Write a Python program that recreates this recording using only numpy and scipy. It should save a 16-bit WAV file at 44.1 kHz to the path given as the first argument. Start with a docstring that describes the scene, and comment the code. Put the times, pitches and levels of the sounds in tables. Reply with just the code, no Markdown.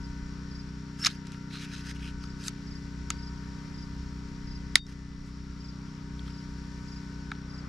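"""Outdoors at dusk: a small engine runs some way off, with wavering low tones and whines. One cricket
trills, another chirps, the field hisses and wind rumbles on the microphones. From about 1 s hands slide
and click steel parts close by: catches and contacts ring damped modes, and one tight fit squeaks.
Near 4.8 s the loudest snap sets a loose pin ringing; small slides and clicks follow to the end."""
import sys
import numpy as np
from scipy import signal
from scipy.fft import rfft, irfft
from scipy.io import wavfile
from scipy.ndimage import minimum_filter1d

SR = 44100
rng = np.random.default_rng(int(sys.argv[2]) if len(sys.argv) > 2 else 0)


def persist_wave(psi):
    """Save psi, clipped to +-1, as 16-bit WAV."""
    counts = np.round(np.clip(psi, -1, 1) * 32767).astype(np.int16)
    wavfile.write(sys.argv[1], SR, np.atleast_2d(counts).T)


N = 339087
TIME = np.arange(N) / SR

# modes of the hand-held steel parts: mode_hz, level_db, t60_s
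STEEL = [(840, 4, 0.0063), (1311, 7.5, 0.019), (1680, 6, 0.012), (1750, 7, 0.0068), (2007, 3.5, 0.013),
         (2214, 4, 0.012), (2694, 1, 0.0069), (3160, -13, 0.019), (3254, -6, 0.01486), (3640, 2, 0.012),
         (3924, 7, 0.0043), (4440, 2, 0.013), (5106, 3, 0.0088), (5450, 2.5, 0.015), (5474, 2.5, 0.0062),
         (6430, 1, 0.01213), (6340, 1.5, 0.016), (7030, 1, 0.013), (7720, 4, 0.012), (9220, 1, 0.0047),
         (9790, 3, 0.023), (10990, 3, 0.004), (12500, -2, .004), (14500, -15, 0.0033)]


def amp(db):
    """Decibels to gain."""
    return 10 ** (np.asarray(db) / 20)


def rms_one(x):
    """Scale to rms 1."""
    return x / np.sqrt(np.mean(x ** 2) + 1e-20)


def in_time(rows):
    """Interpolate the columns of a time table, one value a sample."""
    time_s, *columns = np.transpose(rows)
    return [np.interp(TIME, time_s, column) for column in columns]


def at_hz(points, hz):
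    """Read a spectrum on a log-frequency axis."""
    points_hz, values = np.transpose(points)
    return np.interp(np.log(hz), np.log(points_hz), values)


def pan(left_minus_right_db):
    """Left and right gains for a level difference."""
    return amp([[left_minus_right_db / 2], [-left_minus_right_db / 2]])


def bandpass(order, low_hz, high_hz):
    """Butterworth band-pass sections."""
    return signal.butter(order, [low_hz, high_hz], "band", fs=SR, output="sos")


def drift(rate_hz):
    """Slow random curve: noise through a double one-pole low-pass, scaled to spread 1."""
    step = 40   # samples between slow values
    r = np.exp(-2 * np.pi * step * rate_hz / SR)
    noise = rng.standard_normal(N // step + 2002)
    slow = signal.lfilter([1], [1, -2 * r, r * r], noise)[2000:]   # skip the filter's start
    return np.interp(np.arange(N) / step, np.arange(len(slow)), rms_one(slow - slow.mean()))


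def ring(x, hz, t60_s):
    """Two-pole resonator: a unit click starts a decaying sine of height 1."""
    r, w = amp(-60 / (t60_s * SR)), 2 * np.pi * hz / SR
    return signal.lfilter([0, np.sin(w)], [1, -2 * r * np.cos(w), r * r], x + 1e-18)


def clicks():
    """Each click is a short rattling contact into the steel's modes, plus scatter off table and chair."""
    # clicks: start_s, level_db, then relative levels thud_db (1.3 kHz), knock_db (2 kHz), tap_db (3 kHz),
    # clink_db (5.3 kHz), tick_db (7 kHz), edge_db (10 kHz), and rattle_ms (time to peak contact)
    click_rows = [(1.0402, -32, -15, -3, -2, -9, -9, -19, 0.35),
                  (1.0468, -21, -16, -10, -10, 5, -8, -19, 0.52),
                  (1.0615, -20.5, -25, -24, -10, -13, -16, -28, 0.77),
                  (1.066, -18.5, -4, -13, -16, 4, -8, -34, 0.63),
                  (1.0989, -44, -16, -15, 0, -14, -8, -26, 0.93),
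                  (1.268, -47.5, -11, -4, -6, -3, 0, -14, 0.91),
                  (1.3185, -48, -14, -12, -9, -9, -1, -13, 0.97),
                  (1.3434, -53, -1, 2, 0, -9, -15, -23, 0.8), (1.5074, -51, -14, 6, -2, 1, -15, -22, 0.8),
                  (1.9094, -42.5, -13, -3, 3, -9, -7, -13, 0.64),
                  (1.993, -53, -2, 0, -2, -7, -14, -16, 0.67), (2.238, -46.5, 2, -7, 0, 5, -15, -24, 0.37),
                  (2.437, -44.5, -16, -16, -5, -9, 5, -15, 0.99),
                  (2.4806, -27.5, -11, -16, -7, 0, -0.5, -11, 0.44),
                  (3.1024, -26, -3.5, -5.5, 0.5, -5, 7.5, -12, 0.27),
                  (4.755, -7, -19, -1, -7, -6.5, -2, -13.5, 0.36),
                  (4.865, -48, -14, -8, -12, 8, -4, -17, 0.71),
                  (6.192, -45, -15, -35, 10, -24, -18, -25, 0.86),
                  (6.278, -49, 1, -12, 3, -14, -17.5, -18, 0.8),
                  (6.303, -50, -14, -11, 0, -11, -19, -26, 0.6),
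                  (7.3147, -39.5, 9.5, 2.5, 2, -16, -11, -25, 0.89),
                  (7.35, -53, -6, -3, 3, -10, -14, -25, 0.7)]
    out, t = np.zeros((2, N)), np.arange(int(.08 * SR)) / SR
    near = bandpass(3, 1100, 5000)
    reach = [bandpass(2, hz / 1.25, hz * 1.2) for hz, _, _ in STEEL]
    for start_s, level_db, thud_db, knock_db, tap_db, clink_db, tick_db, edge_db, rattle_ms in click_rows:
        u = t * 1000 / max(rattle_ms, .15)
        hit = np.zeros((2, len(t)))
        low_db = 1.2 * thud_db - 10
        colour = [(850, low_db), (1300, thud_db), (1900, knock_db), (2300, knock_db),
                  (2800, tap_db), (3400, tap_db), (3700, 0), (4500, 0),
                  (5300, clink_db), (7000, tick_db), (10000, edge_db)]
        for (hz, mode_db, t60_s), band in zip(STEEL, reach):
            contact = rng.standard_normal((2, len(t))) * u * np.exp(-u)
            # channels differ more in the treble
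            contact[1] = contact[0] + (0.34 + hz / 30000) * contact[1]
            near_pitch = signal.sosfilt(band, contact)   # a mode takes up only what lies near its pitch
            rung = ring(near_pitch, hz, t60_s)
            rung = np.roll(rung, int(1.5 * SR / hz), axis=1)   # low modes start later
            mode_gain = amp(mode_db + at_hz(colour, hz) - 5.5)
            hit += mode_gain * rung / np.abs(rung).max(axis=1, keepdims=True)
        scatter = signal.sosfilt(near, rng.standard_normal((2, len(t)))) * np.exp(-t / 0.037)
        scatter *= np.clip((.045 - t) / 0.021, 0, 1)   # nothing reflects from further off
        # hard blows shake more of the surroundings
        hit += amp(-5.0 + 0.21 * level_db) * scatter / np.abs(scatter).max()
        at = int(start_s * SR)
        out[:, at:at + len(t)] += amp(level_db) * hit
    return signal.sosfilt(signal.butter(2, 600, "high", fs=SR, output="sos"), out) * pan(0.72)


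def pin():
    """A loose pin rings in two modes after a hard snap until the fingers close on it."""
    # free modes: mode_hz, t60_s
    pin_modes = [(3698, 0.86), (4646, 0.7)]
    # pin set ringing: start_s, mode_1_db, mode_2_db
    pin_rows = [(3.1, -70, -52), (4.755, -30, -38)]
    out, t = np.zeros(N), np.arange(int(.12 * SR)) / SR
    freed = np.clip(t / 0.006, 0, 1)   # it comes free a moment after the blow
    caught = np.clip((.112 - t) / 0.056, 0, 1)
    for start_s, *levels_db in pin_rows:
        tone = sum(amp(db) * ring(t == 0, hz, t60_s) for db, (hz, t60_s) in zip(levels_db, pin_modes))
        at = int(start_s * SR)
        out[at:at + len(t)] += tone * freed * caught
    return out * pan(3.2)


def stroke(peak_s, build_s, release_s):
    """Pressure of one stroke: it gathers, peaks and lets go."""
    rising = np.clip(1 + (TIME - peak_s) / build_s, 0, 1) ** 0.87
    return rising * np.clip(1 - (TIME - peak_s) / release_s, 0, 1) ** 1.05


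def sliding():
    """Dense uneven surface catches excite the grip-damped steel; each stroke rasps at its own pitch."""
    # strokes: peak_s, build_s, release_s, level_db, rasp_hz,
    # then relative levels rasp_db, scratch_db (5 kHz), treble_db
    stroke_rows = [(1.047, 0.077, 0.024, -42.5, 2840, -18, 1, -6),
                   (1.066, 0.011, 0.018, -28.5, 3900, -6, -2.5, -36),
                   (1.108, 0.024, 0.031, -46.5, 4070, -2, -11, -24),
                   (1.15, 0.037, 0.021, -51, 2100, -7, -4, -18), (1.27, .03, .03, -60, 2900, -6, -2, -12),
                   (1.33, 0.053, .06, -57, 2870, -8, -3, -13),
                   (1.55, 0.054, 0.085, -47.5, 4100, -0.5, -10, -25),
                   (1.63, 0.05, 0.12, -49.5, 2600, -2.5, -7, -26),
                   (1.732, 0.027, 0.094, -45.5, 3930, -4, -4.5, -25),
                   (1.91, .13, 0.021, -47, 1940, -3, -4, -23), (1.96, .02, 0.032, -56, 2950, -3, -4, -16),
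                   (2.06, .08, 0.065, -47.5, 2940, -6, -10.5, -18),
                   (2.24, 0.046, .03, -57.5, 3520, -10, 3, -22), (2.42, 0.04, .05, -48, 4500, -7, -4, -16),
                   (2.478, 0.046, 0.021, -42, 4450, -5, -0.5, 2),
                   (4.905, 0.054, 0.054, -51.5, 2100, -3.5, -7, -19),
                   (5.27, .03, .07, -66, 4000, -2, -1, 0.5), (6.28, 0.047, 0.064, -58.5, 3450, -5, -13, -9)]
    catches_per_s, rasp_t60_s = 6000, .0035
    sizes = amp(3.6 * np.minimum(rng.exponential(1, (2, N)), 4)) * rng.choice([-1, 1], (2, N))
    catches = sizes * (rng.random((2, N)) < catches_per_s / SR) * amp(0.88 * drift(60))
    catches[1] = 0.81 * catches[0] + 0.58 * catches[1]   # channels partly alike
    levels, rasp = np.zeros((3, N)), np.zeros((2, N))
    for peak_s, build_s, release_s, level_db, rasp_hz, rasp_db, scratch_db, treble_db in stroke_rows:
        pressure = stroke(peak_s, build_s, release_s)
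        levels += pressure * amp([[level_db], [level_db + scratch_db], [level_db + treble_db]])
        rasp += pressure * amp(level_db + rasp_db) * rms_one(ring(catches, rasp_hz, rasp_t60_s))
    groups = np.zeros((3, 2, N))   # low, scratch, treble
    for k, (hz, mode_db, t60_s) in enumerate(STEEL[:-2]):
        grip = amp(mode_db + 2.0 * drift(22))   # the grip shifts, and with it the modes that speak
        rung = rms_one(ring(catches, hz, .3 * t60_s))
        groups[int(hz > 4300) + int(hz > 6500)] += grip * rung * (-1) ** k
    grit = signal.sosfilt(bandpass(1, 5000, 8000), catches)
    groups[2] = 0.25 * rms_one(groups[2]) + 1.9 * rms_one(grit)   # bare catches heard in the treble
    sound = rasp + sum(level * rms_one(group) for level, group in zip(levels, groups))
    return signal.sosfilt(bandpass(3, 1400, 12000), sound) * pan(0.75)


def squeak():
    """A tight fit squeaks as it slides home: uneven stick-slip catches, twice through one resonance."""
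    # squeak level: time_s, level_db
    squeak_level = [(0.975, -74), (1.005, -49), (1.045, -35), (1.05, -23), (1.056, -49)]
    squeak_hz, t60_s = 5360, .011
    level_db, = in_time(squeak_level)
    slips = rng.standard_normal(N) * amp(3.4 * drift(150))
    tone = rms_one(ring(ring(slips, squeak_hz, t60_s), squeak_hz, t60_s))
    sounding = (TIME > squeak_level[0][0]) * (TIME < squeak_level[-1][0])
    return sounding * amp(level_db) * tone * pan(.8)


def silencer_phase(orders, level_db):
    """Phase in radians at each order: a causal filter's phase follows from its levels."""
    size = 256
    log_gain = np.interp(np.arange(size // 2 + 1), orders, level_db) * np.log(10) / 20
    cepstrum = irfft(log_gain)[:size // 2] * 2
    return rfft(cepstrum, size).imag


def far_tone(turn, lag, engine_hz):
    """A far low tone slips in phase against the engine's second order and beats with it."""
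    # far tone: time_s, pitch_hz, level_db (rms)
    drone = [(0, 62.8, -52), (.7, 63.2, -52), (1.5, 62.7, -50), (2, 63.9, -49.5), (3, 63.23, -50),
             (4, 64.01, -48.5), (4.7, 64.73, -51.5), (5.1, 58.82, -54), (5.6, 62.28, -52),
             (6.3, 60.17, -48.5), (6.8, 57.07, -62), (7.69, 62, -70)]
    drone_hz, drone_db = in_time(drone)
    slip = 2 * np.pi * np.cumsum(drone_hz - 2 * engine_hz) / SR
    return np.sqrt(2) * amp(drone_db) * np.cos(2 * turn + lag[2] + slip)


def whines(turn):
    """Thin tones locked to high multiples of the engine speed; the two strongest swell."""
    # fainter whines: cycle_multiple, level_db
    faint_whines = [(44, -71), (57, -73), (64, -73)]
    # swelling whines: time_s, order_30_db, order_48_db
    whine_swell = [(0, -64.5, -68), (.45, -75, -70), (1.3, -69, -72), (1.75, -73, -68), (2.25, -69, -66),
                   (2.7, -77, -74), (3.2, -66, -65.5), (3.7, -69, -74), (4.8, -71, -73.5),
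                   (5.05, -75.5, -80.5), (6.199, -70, -71), (6.85, -68.5, -71), (7.3, -70, -66),
                   (7.69, -83, -70.5)]
    out = np.zeros(N)
    for order, db in faint_whines:
        out += amp(db + 3 + 3 * drift(1.5)) * np.cos(order * turn + .8 * drift(8))
    for order, db in zip((30, 48), in_time(whine_swell)):
        out += amp(db + 9.0) * np.cos(order * turn + 0.47 * drift(19))
    return out


def engine():
    """One exhaust pulse a cycle through a causal silencer, with the beating far tone and the whines."""
    # exhaust harmonics: cycle_multiple, relative_db
    exhaust = [(1, -11.5), (2, 0), (3, -11.5), (4, -5.5), (5, -0.5), (6, -1.5), (7, -7), (8, -10.5),
               (9, -3.5), (10, -27), (11, -26.5), (12, -20), (13, -17), (14, -43), (15, -36), (16, -29.5)]
    engine_hz, exhaust_db = 31.3, -42.5   # cycles per second, common level
    turn = 2 * np.pi * (engine_hz * TIME + .87 + .02 * drift(.5))
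    lag = silencer_phase(*np.transpose(exhaust))
    pulses = np.zeros(N)
    for order, db in exhaust:
        gain_db = exhaust_db + db + .5 * drift(1.9)
        pulses += amp(gain_db) * np.cos(order * turn + lag[int(order)])
    pulses += far_tone(turn, lag, engine_hz)
    return pulses * pan(1.68) + whines(turn) * pan(10.5)


def low_hum():
    """Two low tones with wandering phase waver together in level."""
    # common level: time_s, level_db
    hum_level = [(0, -45), (.7, -84), (.9, -64), (1.5, -61), (1.75, -75), (2.5, -51), (3.1, -57),
                 (3.5, -57), (4.1, -48), (4.85, -63), (5.7, -47.5), (6.5, -65), (7.05, -50.5),
                 (7.69, -58.5)]
    # tones: pitch_hz, relative_db
    hum_tones = [(52, -2), (78, -13.5)]
    level_db, = in_time(hum_level)
    tones = np.zeros(N)
    for hz, tone_db in hum_tones:
        tones += amp(tone_db + 2) * np.cos(2 * np.pi * (hz * TIME + .12 * drift(1.5)))
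    return amp(level_db) * tones * pan(0.85)


def wing_stroke(top_hz, fall_hz, length_s):
    """One closing of a cricket's wings: a short tone that slides down."""
    u = np.arange(int(length_s * SR)) / (length_s * SR)
    tone = np.sin(2 * np.pi * np.cumsum(top_hz - fall_hz * u) / SR)
    return np.sin(np.pi * u ** 0.75) ** 2 * tone


def crickets():
    """An unbroken trill of about 70 wing strokes a second, and chirps of three strokes."""
    # chirps: middle_syllable_s, level_db
    chirp_rows = [(-0.0039, -49), (0.5487, -47), (1.1149, -53), (1.7644, -52), (2.2524, -52), (2.7087, -47),
                  (3.2251, -45.5), (3.7798, -48), (4.5087, -46.5), (5.6411, -46.5), (6.3375, -51),
                  (6.9172, -48), (7.5378, -47.5)]
    stroke_hz = 70 * (1 + .03 * drift(1.8) + .06 * drift(30))
    trill_starts = np.diff(np.floor(np.cumsum(stroke_hz) / SR), prepend=0)
    trill_starts *= amp(-57 + 0.4 * drift(6.4) + rng.normal(0, 1.9, N))
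    trill = signal.oaconvolve(trill_starts, wing_stroke(5890, 665, 0.01))[:N]
    starts = np.zeros(N)
    for middle_s, level_db in chirp_rows:
        for shift_s, relative_db in [(-.040, -3), (0., 0.), (.042, 0.)]:
            if middle_s + shift_s > 0:
                starts[int((middle_s + shift_s - .004) * SR)] = amp(level_db + relative_db)
    chirp = signal.oaconvolve(starts, wing_stroke(5380, 950, .030))[:N]
    echo = np.roll(chirp, int(.013 * SR)) * .45   # a second path beats with the direct one
    left = chirp + echo
    right = np.roll(left, 3)
    return trill * pan(0.29) + np.array([left, right]) * pan(0.59)


def field():
    """Wind rumble, engine rush and distant insects as narrow bands of stereo noise."""
    # spectrum: band_hz, relative_db (per Hz)
    spectrum = [(25, -10), (40, -8.5), (75, -3.5), (170, -11.5), (330, -18), (600, -29), (800, -36),
                (1000, -21), (1500, -23), (3300, -32.5), (4400, -27.5), (5600, -25), (7500, -44.5),
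                (11000, -53.5), (13000, -62), (15500, -75)]
    # swells: time_s, around_1_khz_db, treble_db
    swells = [(0, 2.5, 1.5), (.8, 1, -5.5), (2.6, 1.5, 1), (3.6, 3, 1), (4.5, 1.5, -2), (5.5, 2.5, -1),
              (6, 3.5, -3), (6.5, 0.5, 3.5), (7, 2.5, 5), (7.4, 3.5, -7.5), (7.5, 7.5, -7),
              (7.69, 12.5, -9.5)]
    # left-right likeness: band_hz, correlation (0-1)
    likeness = [(25, 0.91), (60, 1), (180, 0.58), (550, 0.54), (1650, .45), (5000, 0.67), (15000, 0.068)]
    # stereo lean: band_hz, left_minus_right_db
    lean = [(60, -5.5), (150, -3.5), (380, 5), (950, 3.5), (2380, 8.5), (5980, 2.5), (15000, 8)]
    mid_weight = [(300, 0.083), (600, 0.92), (1200, 0.64), (2500, 0.15)]
    treble_weight = [(3000, 0.076), (8000, 0.35)]
    gust_db = [(40, 3.0), (120, 0.35)]   # gusts move the bass most
    mid_swell_db, treble_swell_db = in_time(swells)
    out, edges_hz = 0, 22 * 2 ** np.arange(0, 9.7, .4)
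    white, gust = rng.standard_normal((2, 2, N)), drift(1.0)
    for k, (low_hz, high_hz) in enumerate(zip(edges_hz, edges_hz[1:])):
        # neighbouring bands use different noise
        mid, side = signal.sosfilt(bandpass(2, low_hz, high_hz), white[k % 2])
        hz = np.sqrt(low_hz * high_hz)
        alike = np.clip(at_hz(likeness, hz), -1, 1)
        swell_db = at_hz(mid_weight, hz) * mid_swell_db + at_hz(treble_weight, hz) * treble_swell_db
        level_db = at_hz(spectrum, hz) + swell_db + at_hz(gust_db, hz) * gust + 0.66 * drift(9)
        stereo = np.sqrt(1 + alike) * mid + np.sqrt(1 - alike) * side * [[1], [-1]]
        out = out + amp(level_db) * pan(at_hz(lean, hz)) * stereo
    return amp(-49) * rms_one(out)


def wind():
    """Wind on the microphones: lumpy low noise, partly its own in each channel."""
    # wind level: time_s, level_db (rms)
    wind_level = [(0.0, -44), (1.93, -90), (1.97, -47), (3.77, -61), (4.48, -43), (5.01, -49.5), (5.2, -44),
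                  (5.35, -53), (7.69, -69)]
    level_db, = in_time(wind_level)
    mid, side = signal.sosfilt(bandpass(2, 22, 48), rng.standard_normal((2, N)))
    return amp(level_db + 0.5 * drift(2.5)) * rms_one(mid + .25 * side * [[1], [-1]])


def scene():
    """Sum of all sources at the microphone pair."""
    steel = clicks() + pin() + sliding() + squeak()
    return steel + engine() + low_hum() + crickets() + field() + wind()


def duck(level_db, limit_db, hold_s, release_db_per_s):
    """Excess over a limit in dB, held, released in a straight line, then smoothed."""
    size = int(hold_s * SR)
    over_db = np.maximum(level_db - limit_db, 0)
    excess_db = -minimum_filter1d(-over_db, size, origin=(size - 1) // 2)
    fall_db = release_db_per_s * TIME
    held_db = np.maximum.accumulate(excess_db + fall_db) - fall_db
    return signal.lfilter([.002], [1, -.998], held_db)


def record(dry):
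    """Gain control backs off, briefly (mostly mids) and long (overall); peaks round, the top is cut."""
    level_db = 20 * np.log10(np.abs(dry).max(axis=0) + 1e-9)
    brief_db = duck(level_db, -8.5, 0.075, 400)
    long_db = duck(level_db, -6.0, 0.083, 6.4)
    mids = signal.sosfiltfilt(bandpass(2, 500, 7000), dry)
    ducked = mids * amp(-.85 * brief_db) + (dry - mids) * amp(-.2 * brief_db)
    ducked = ducked * amp(-.35 * long_db)
    rounded = ducked / (1 + np.abs(ducked / .87) ** 6) ** (1 / 6)
    return signal.sosfilt(signal.cheby2(12, 90, 16450, fs=SR, output="sos"), rounded)


dry = scene()
out = record(dry)
persist_wave(out)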